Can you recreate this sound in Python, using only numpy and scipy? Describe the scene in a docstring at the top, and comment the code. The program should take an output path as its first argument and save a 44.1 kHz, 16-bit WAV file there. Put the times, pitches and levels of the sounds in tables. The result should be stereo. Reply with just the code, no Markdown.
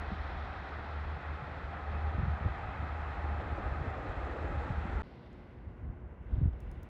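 """Beside the track at a station, a diesel railcar draws away: its exhaust hums at a 75 Hz firing rate
under the distant roar, howl and clatter of its wheels, while wind buffets and thumps the microphone.
At five seconds the scene cuts to a quiet platform beside a factory: town murmur, faint mains hum,
one strong gust, rustling reeds, a dry click and a few thin, sharp ticks."""
import sys
import numpy as np
from scipy import signal
from scipy.fft import rfft, irfft, next_fast_len
from scipy.io import wavfile
from scipy.ndimage import uniform_filter1d

SR = 44100
rng = np.random.default_rng(int(sys.argv[2]) if len(sys.argv) > 2 else 0)


def transcribe(signal):
    """Save signal, clipped to [-1, 1], as a 16-bit WAV file at the path in sys.argv[1]."""
    frames = np.atleast_2d(signal).T
    limited = np.clip(frames, -1, 1)
    pcm = np.round(limited * 32767).astype(np.int16)
    wavfile.write(sys.argv[1], SR, pcm)


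N = 303842
TIME = np.arange(N) / SR
CUT_S = 5.0205   # hard cut from trackside to platform
TRACKSIDE = 1.0 * (TIME < CUT_S)
PLATFORM = 1 - TRACKSIDE

# The engine's note. Each row: multiple of the firing rate, relative level in dB.
ENGINE_ORDERS = [(1, -3.5), (1.5, -26), (2, -28), (2.667, -29.5), (3, -32.5)]
# The hum surges and fades through moving air. Each row: time in seconds, level in dB.
EXHAUST_FADER = [(0, -39), (.08, -40), (.17, -37.5), (.26, -41.5), (.4, -37.5), (.49, -54), (.57, -37.5),
                 (.68, -46.5), (.76, -36.5), (.85, -46.5), (.98, -35), (1.14, -34.5), (1.2, -57),
                 (1.27, -38), (1.33, -38), (1.41, -50.5), (1.55, -44), (1.7, -42), (1.83, -42.5),
                 (1.92, -30), (1.99, -33), (2.08, -28), (2.18, -41.5), (2.31, -26.5), (2.39, -43.5),
                 (2.6, -41), (2.72, -50), (2.79, -33.5), (2.9, -42), (3.0, -39), (3.09, -37.5),
                 (3.15, -43.5), (3.33, -30.5), (3.45, -43), (4.2, -48), (4.5, -42), (4.7, -47), (4.78, -31),
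                 (4.87, -45), (4.95, -33.5), (5.02, -38)]


def exhaust(firing_hz=75.1, drone_hz=142, drone_width_hz=85):
    """Only the lowest engine orders carry this far; the upper ones waver and blur into a drone."""
    level_db, = in_time(EXHAUST_FADER)
    unsteady_hz = firing_hz * (1 + 0.005 * drift(1.7) + 0.012 * drift(11.8))
    phase = 2 * np.pi * np.cumsum(unsteady_hz) / SR
    orders = sum(from_db(db) * np.sin(k * phase) * waver(3 * (k > 1), 11) for k, db in ENGINE_ORDERS)
    drone = from_db(-53.5) * noise(resonance(drone_hz, drone_width_hz, order=2), TRAIN_LIKENESS)
    return np.sqrt(2) * from_db(level_db) * orders * panned(-1.3) + drone


# Tone of the wheels' body, low end and top, and of the grass. Each row: frequency in Hz, gain in dB.
ROLLING_EQ = [(150, -28.5), (300, -16), (520, -8), (680, 2), (950, 0), (1120, 0), (1450, 0), (1680, -2.5),
              (1950, -3), (2300, -11), (2560, -9.5), (2880, -20), (3300, -21.5), (4500, -42)]
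RUMBLE_EQ = [(100, -18), (200, -6.5), (280, 4), (480, 3.5), (620, 3), (800, -10), (1200, -18.5),
             (2500, -59.5)]
HISS_EQ = [(2400, -15.5), (3000, 1), (3400, 2.5), (4050, 0), (4750, -8), (5300, -10.5), (6000, -18.5),
           (7000, -25), (8500, -32.5), (11500, -41)]
GRASS_EQ = [(3000, -16), (5300, -0.5), (6300, 1.5), (7100, 1.5), (7900, 0), (8400, -7.5), (9300, -10),
            (10500, -13.5), (12000, -17), (15500, -27)]
# The rolling holds steady; the rumble builds and drops away. Each row: time in seconds, level in dB.
ROLLING_FADER = [(0, -45), (1.6, -46.5), (2.2, -45), (3.6, -45), (4.5, -45.5), (5.02, -46)]
RUMBLE_FADER = [(0, -53), (1.6, -52.5), (2.2, -51.5), (2.9, -52.5), (3.5, -49), (4.0, -47.5), (4.25, -45.5),
                (4.5, -43), (4.76, -50.5), (5.02, -49.5)]
# Wheels clatter over joints, blurred by distance. Each row: time in seconds, rumble boost in dB.
RAIL_JOINTS = [(3.26, 8), (3.42, 5.5), (3.59, 6), (3.86, 5.5), (3.99, 4.5), (4.12, 1), (4.36, 2)]


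def roar(clatter_half_s=0.013, hiss_settle_s=1.1):
    """Wheels and running gear roll, howl, rumble and hiss; dry grass rustles nearby."""
    rolling_db, = in_time(ROLLING_FADER)
    rumble_db, = in_time(RUMBLE_FADER)
    clatter_db = sum(db * swell(s, clatter_half_s) for s, db in RAIL_JOINTS)
    hiss_db = -67 + 4.5 * np.exp(-(TIME / hiss_settle_s) ** 2)   # settles as the train draws off
    grass_db = -88.5 + 2 * TIME   # stirs more as the breeze freshens
    rolling = from_db(-0.86) * noise(eq(ROLLING_EQ), TRAIN_LIKENESS) * waver(0.65, 22)
    rumble = from_db(rumble_db + clatter_db) * noise(eq(RUMBLE_EQ), TRAIN_LIKENESS) * waver(1, 40)
    hiss = from_db(hiss_db) * noise(eq(HISS_EQ), TRAIN_LIKENESS) * waver(0.79, 30)
    grass = from_db(grass_db) * noise(eq(GRASS_EQ), TRAIN_LIKENESS) * waver(1, 30)
    return from_db(rolling_db) * (rolling + howl()) + rumble + hiss + grass


# The howl's voices. 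Each row: centre in Hz, width in Hz, relative level in dB.
HOWL_BANDS = [(745, 63, -11), (824, 51, -9), (1279, 58, -10)]
# The howl bends and flares. Each row: time in seconds, pitch ratio, boost in dB.
HOWL_BENDS = [(0, 0.96, -3), (.45, 0.98, -1), (1.0, 1.036, -2), (1.75, 1, 0.5), (2.15, 0.99, 1.5),
              (2.45, 0.99, 1.5), (2.85, 1.01, 1), (3.3, .985, 2.5), (3.7, 1.01, 2.5), (4.3, 0.98, 2),
              (5.02, 1.05, 1)]


def howl(wander=0.014, wander_hz=1.6):
    """The wheels howl in narrow bands that bend together while each wavers on its own."""
    pitch_ratio, flare_db = in_time(HOWL_BENDS)
    out = 0
    for hz, width_hz, db in HOWL_BANDS:
        bent_time = np.cumsum(pitch_ratio * (1 + wander * drift(wander_hz))) / SR
        band = noise(resonance(hz, width_hz), TRAIN_LIKENESS)
        bent = np.array([np.interp(bent_time, TIME, side) for side in band])
        out = out + from_db(db + flare_db) * bent * waver(1.2, 4.3)
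    return out


# The wind bed at the track. Each row: time in seconds, shared level in dB, opposed level in dB.
BREEZE = [(0, -41, -49), (1.1, -48, -58.5), (1.55, -45, -56.5), (2.1, -44.5, -40), (2.85, -42, -47),
          (3.4, -41, -37.5), (4.3, -44, -36.5), (4.7, -40, -38), (5.0, -38, -45)]
# Gusts. Each row: peak time and half length in seconds, shared and opposed levels in dB.
GUSTS = [(2.247, 0.11, -32.5, -56), (2.474, 0.028, -33, -40), (3.763, 0.17, -38, -50),
         (4.54, 0.075, -45, -37), (4.801, 0.024, -39, -50), (4.974, 0.026, -39, -34),
         (5.87, 0.052, -42, -51), (6.348, 0.047, -33, -55), (6.438, 0.043, -31.5, -39),
         (6.543, 0.022, -38.5, -42.5), (6.672, 0.033, -37.5, -59), (6.777, 0.017, -40, -52)]


def wind_strength(build_s=0.39):
    """Shared and opposed pressure on the microphone's two ports: gusts add power to the breeze."""
    sheltered = from_db([[-48], [-54]]) * np.clip((TIME - CUT_S) / build_s, 0.3, 1)
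    breeze = TRACKSIDE * from_db(in_time(BREEZE)) + PLATFORM * sheltered
    power = breeze ** 2
    for s, half_s, shared_db, opposed_db in GUSTS:
        place = TRACKSIDE if s < CUT_S else PLATFORM
        power += place * (from_db([[shared_db], [opposed_db]]) * swell(s, half_s)) ** 2
    return np.sqrt(power)


# Tone of the shared buffeting and the opposed swirl. Each row: frequency in Hz, gain in dB.
BUFFET_EQ = [(15, -42), (26, -23.5), (38, -5), (51, 3), (75, 1.5), (105, -4), (160, -17.5), (220, -15),
             (320, -24.5), (500, -42.5), (1500, -48), (3000, -70.5)]
SWIRL_EQ = [(15, -44), (26, -26), (50, -2.5), (75, 2), (115, -8), (215, -13.5), (280, -29.5), (400, -37.5),
            (800, -48), (2000, -75)]


def wind():
    """Large eddies press on both ports together, small ones push them against each other."""
    press, swirl = wind_strength()
    shared = brightened(turbulence(BUFFET_EQ, steady_s=0.071), press)
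    puffs = waver(3.5, 16)
    opposed = brightened(turbulence(SWIRL_EQ, steady_s=0.1), swirl)
    return from_db(-1.5) * (swept(shared * puffs) * panned(-2.2) + opposed * [[1], [-1]])


def turbulence(spectrum, steady_s):
    """Lumpy low noise, its power levelled over steady_s."""
    lumps = noise(eq(spectrum))
    power = uniform_filter1d(lumps ** 2, int(steady_s * SR))
    return lumps / np.sqrt(np.abs(power) + 1e-6)


def brightened(pressure, strength, crossover_hz=105, neutral_db=-36.5):
    """Stronger wind breaks into smaller eddies, so its top grows faster than its low end."""
    deep = signal.sosfiltfilt(signal.butter(3, crossover_hz, fs=SR, output="sos"), pressure)
    top_gain = (strength / from_db(neutral_db)) ** 0.25
    return strength * (deep + (pressure - deep) * top_gain)


def swept(pressure, lag_s=0.0006):
    """Wind meets both ports at once by the track; on the platform it reaches the right one first."""
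    return right_first(pressure, lag_s * PLATFORM)


# Single wind thumps. Each row: start in seconds, level in dB, pitch in Hz, attack in seconds.
EDDIES = [(0.116, -33.5, 198, .007), (0.197, -35, 62.3, 0.0071), (1.42, -34.5, 134.8, 0.0056),
          (2.179, -29.5, 171, 0.0043), (2.228, -22.5, 113, 0.0049), (2.277, -28, 136, 0.0055),
          (2.449, -30.5, 168.5, 0.0065), (2.462, -28, 105, 0.0045), (2.479, -33.5, 68.5, .007),
          (3.498, -34, 66.6, .007), (3.709, -31, 52.4, .008), (3.809, -28.5, 125, 0.0045),
          (3.869, -27.5, 61, .007), (4.088, -30, 66, 0.0089), (4.168, -29.5, 64, 0.0092),
          (4.227, -30, 64, 0.01), (4.405, -32.5, 75, .007), (4.439, -31.5, 71, 0.011),
          (4.571, -29.5, 68.7, 0.011), (4.703, -23.5, 112, 0.0035), (4.852, -32, 206, 0.0034),
          (4.951, -26, 58, 0.0071), (6.331, -28.5, 70, 0.0056), (6.379, -22.5, 88, 0.0048),
          (6.414, -19, 131, 0.0031), (6.427, -21, 80.4, 0.0055), (6.455, -19, 113, 0.0031),
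          (6.473, -17.5, 72, 0.0049), (6.518, -34, 55, 0.0073)]


def thumps(sag_octaves=0.071):
    """An eddy hits the ports: a pressure swing that swells, sinks in pitch as it spreads, and dies."""
    out = np.zeros(N)
    for s, db, hz, attack_s in EDDIES:
        span = slice(int(s * SR), int(s * SR) + SR // 10)
        age = np.maximum(TIME[span] - s, 0) / attack_s
        phase = 2 * np.pi * np.cumsum(hz * 2 ** (sag_octaves * (1 - age))) / SR
        out[span] += from_db(db) * np.sin(phase) * age * np.exp(1 - age)
    return swept(out) * panned(-1.1)


# Tone of the town's murmur, the far hiss and the reeds. Each row: frequency in Hz, gain in dB.
TOWN_EQ = [(60, -13.5), (150, 6), (300, -0.5), (480, -4), (650, -5.5), (1050, -8.5), (1280, -14),
           (1500, -10.5), (2000, -25), (3500, -50)]
FAR_HISS_EQ = [(900, -19.5), (1500, -9), (2000, 5), (2400, -2.5), (2750, -3), (3300, -13), (4200, -27.5),
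               (5800, -26), (8500, -33), (12000, -34), (15500, -53.5)]
REEDS_EQ = [(1800, -21), (2800, 2.5), (3600, 3.5), (4400, -5.5), (5400, -12), (6100, -23), (8000, -34),
            (12000, -36)]
# The reeds stir and settle. Each row: peak time in seconds, half length in seconds, level in dB.
REED_STIRS = [(5.2, 0.23, -76), (6.37, .055, -79), (6.748, 0.17, -79.5)]


def platform_air(reeds_rest_db=-94.5):
    """Each stir of air rustles the reeds and lifts the town's murmur and the far hiss a little."""
    rustle = from_db(reeds_rest_db) + sum(from_db(db) * swell(s, half_s) for s, half_s, db in REED_STIRS)
    stir = rustle / from_db(reeds_rest_db)
    town = from_db(-55) * stir ** 0.083 * noise(eq(TOWN_EQ), PLATFORM_LIKENESS) * waver(0.23, 3.7)
    hiss = from_db(-72.5) * stir ** 0.19 * noise(eq(FAR_HISS_EQ), PLATFORM_LIKENESS) * waver(1, 13)
    reeds = rustle * noise(eq(REEDS_EQ), PLATFORM_LIKENESS) * waver(0.8, 25)
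    return town + hiss + reeds


# The factory's hum. Each row: frequency in Hz, level in dB.
MAINS_PARTIALS = [(120.3, -65.5), (241.6, -67), (360.7, -66), (481, -71.5), (721.4, -80.5)]


def mains_hum():
    """The factory hums on mains harmonics, each drifting in phase and level."""
    hum = sum(from_db(db) * np.sin(2 * np.pi * hz * TIME + 0.85 * drift(3.3)) * waver(2.4, 7.1)
              for hz, db in MAINS_PARTIALS)
    return np.sqrt(2) * hum * panned(-2.1)


# Thin ticks off to the right. Each row: time in seconds, level in dB, low cut and high cut in Hz.
TICKS = [(5.331, -59, 5500, 8500), (6.604, -51.5, 5200, 19000), (6.715, -50, 4800, 19000),
         (6.8313, -50, 4770, 19000)]
# Their glassy tone. Each row: frequency in Hz, gain in dB.
TICK_EQ = [(2000, -3), (5500, 3.5), (6800, 6), (8500, 5), (10800, -1), (13000, -7), (15300, 7),
           (16500, -11)]


def ticks(rise_s=0.00092, fall_s=0.002, echo_db=-21, echo_t60_s=0.17):
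    """Each tick is a brief bright snap with a faint tail under the platform roof."""
    snap = noise(eq(TICK_EQ))
    echo = np.array([noise(eq(TICK_EQ)), noise(eq(TICK_EQ))])
    out = np.zeros((2, N))
    for s, db, low_hz, high_hz in TICKS:
        age = TIME - s
        decay = np.abs(age) / np.where(age < 0, rise_s, fall_s)
        burst = snap * np.exp(-np.minimum(decay, 20))
        direct = right_first(burst, lag_s=0.000187) * panned(-1.8)
        tail = echo * (age > 0) * from_db(echo_db - 60 * np.clip(age / echo_t60_s, 0, 2))
        band = signal.butter(3, [low_hz, high_hz], "band", fs=SR, output="sos")
        out += from_db(db - 7.5) * signal.sosfilt(band, direct + tail)
    return out


# The click's ring. Each row: frequency in Hz, relative level in dB, seconds to fall by 60 dB.
CLICK_MODES = [(3117, -2, .011), (3391, 0, .008), (5130, -11, .01), (6700, -15, .008)]


def click(start_s=6.5315, attack_s=0.0006):
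    """A small dry thing cracks once and rings briefly."""
    age = np.maximum(TIME - start_s, 0)
    ring = sum(from_db(db - 60 * np.minimum(age / t60, 3)) * np.sin(2 * np.pi * hz * age)
               for hz, db, t60 in CLICK_MODES)
    return from_db(-57.5) * (1 - np.exp(-age / attack_s)) * ring


def stalks(rasp_hz=3500, rush_hz=520):
    """A gust rushes softly through the reeds, and dry stalks rub in a narrow, flickering rasp."""
    rasp = from_db(-55) * noise(resonance(rasp_hz, width_hz=330), PLATFORM_LIKENESS) * waver(2.5, 30)
    rush = from_db(-24) * noise(resonance(rush_hz, width_hz=600, order=2), PLATFORM_LIKENESS)
    press, _ = wind_strength()
    return press * (rasp + rush)


# The sizzle's tone. Each row: frequency in Hz, gain in dB.
SIZZLE_EQ = [(2800, -14), (3700, 0), (4500, 1), (5400, -7), (6100, -18), (8000, -33)]


def sizzle(fade_db_per_s=23):
    """A smooth, bright hiss in the distance dies away as the platform opens."""
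    level_db = -75 - fade_db_per_s * np.maximum(TIME - CUT_S, 0)
    return from_db(level_db) * noise(eq(SIZZLE_EQ), PLATFORM_LIKENESS)


# Stereo width of each place. Each row: frequency in Hz, left-right likeness (1 is mono).
TRAIN_LIKENESS = [(100, 0.92), (300, 0.79), (550, 0.76), (950, 0.75), (1700, 1), (3000, 0.88), (8000, 0.69)]
PLATFORM_LIKENESS = [(100, 0.8), (300, 0.93), (550, 0.64), (950, 0.35), (2000, 0.7), (8000, 0.35)]
# Balance of the noise beds. Each row: frequency in Hz, left minus right in dB.
BALANCE = [(100, -5.5), (330, -0.5), (510, -3.5), (800, -1.1), (1250, -1.6), (2000, 0), (8000, 0.5)]


def noise(gain_at, likeness=None):
    """Noise of unit rms with a given gain per Hz; stereo if a likeness table is given."""
    size = next_fast_len(N)
    hz = np.arange(size // 2 + 1) * SR / size
    mid, side = rfft(rng.standard_normal((2, size))) * gain_at(hz)
    if likeness is None:
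        return rms_one(irfft(mid, size)[:N])
    alike = np.clip(at_hz(likeness, hz), 0, 0.995)
    pair = np.sqrt(1 + alike) * mid + np.sqrt(1 - alike) * side * [[1], [-1]]
    return rms_one(irfft(pair * panned(at_hz(BALANCE, hz)), size)[:, :N])


def eq(spectrum):
    """Gain per Hz from a tone table, rolling off beyond its last point."""
    return lambda hz: from_db(at_hz(spectrum, hz)) / np.maximum(hz / spectrum[-1][0], 1) ** 4


def resonance(centre_hz, width_hz, order=1):
    """Gain per Hz of a resonant peak; a higher order steepens the skirts."""
    return lambda hz: 1 / (1 + ((hz - centre_hz) / width_hz) ** 2) ** order


def drift(rate_hz):
    """Smooth random motion of unit rms, drawn every 40 samples."""
    pole = np.exp(-80 * np.pi * rate_hz / SR)
    steps = rng.standard_normal(N // 40 + 2002)
    slow = signal.lfilter([1], [1, -2 * pole, pole * pole], steps)[2000:]
    return np.interp(np.arange(N) / 40, np.arange(len(slow)), rms_one(slow))


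def waver(depth_db, rate_hz):
    """Randomly wavering gain, as of a sound carried through moving air."""
    return from_db(depth_db * drift(rate_hz))


def swell(at_s, half_s):
    """Bell-shaped envelope that peaks at 1."""
    return np.exp(-0.5 * ((TIME - at_s) / half_s) ** 2)


def in_time(rows):
    """Each column of an automation table at every sample."""
    s, *columns = np.transpose(rows)
    return [np.interp(TIME, s, column) for column in columns]


def at_hz(points, hz):
    """Read a table on a log-frequency axis."""
    table_hz, value = np.transpose(points)
    return np.interp(np.log(np.maximum(hz, 1)), np.log(table_hz), value)


def right_first(x, lag_s):
    """Stereo pair with the left side delayed."""
    return np.array([np.interp(TIME - lag_s, TIME, x), x])


def panned(left_over_right_db):
    """Left and right gains for a level difference."""
    return from_db(np.array([[0.5], [-0.5]]) * left_over_right_db)


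def from_db(db):
    """Decibels to gain."""
    return 10 ** (np.asarray(db) / 20)


def rms_one(x):
    """Scale to unit rms."""
    return x / np.sqrt(np.mean(x ** 2) + 1e-20)


def scene():
    """First the trackside, then the platform; wind blows in both."""
    on_platform = platform_air() + mains_hum() + sizzle() + stalks() + ticks() + click()
    return TRACKSIDE * (exhaust() + roar()) + PLATFORM * on_platform + wind() + thumps()


def record(dry, low_cut_hz=24, high_cut_hz=15800, gap_s=0.0113):
    """The microphone sheds the deepest wind; a short silence parts the places; the top is cut steeply."""
    low_cut = signal.butter(3, low_cut_hz, "high", fs=SR, output="sos")
    high_cut = signal.ellip(10, 0.1, 80, high_cut_hz, fs=SR, output="sos")
    gate = np.clip(np.maximum(CUT_S - TIME, TIME - CUT_S - gap_s) / 0.0003, 0, 1)
    return signal.sosfilt(high_cut, signal.sosfilt(low_cut, dry) * gate)


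dry = scene()
out = record(dry)
transcribe(out)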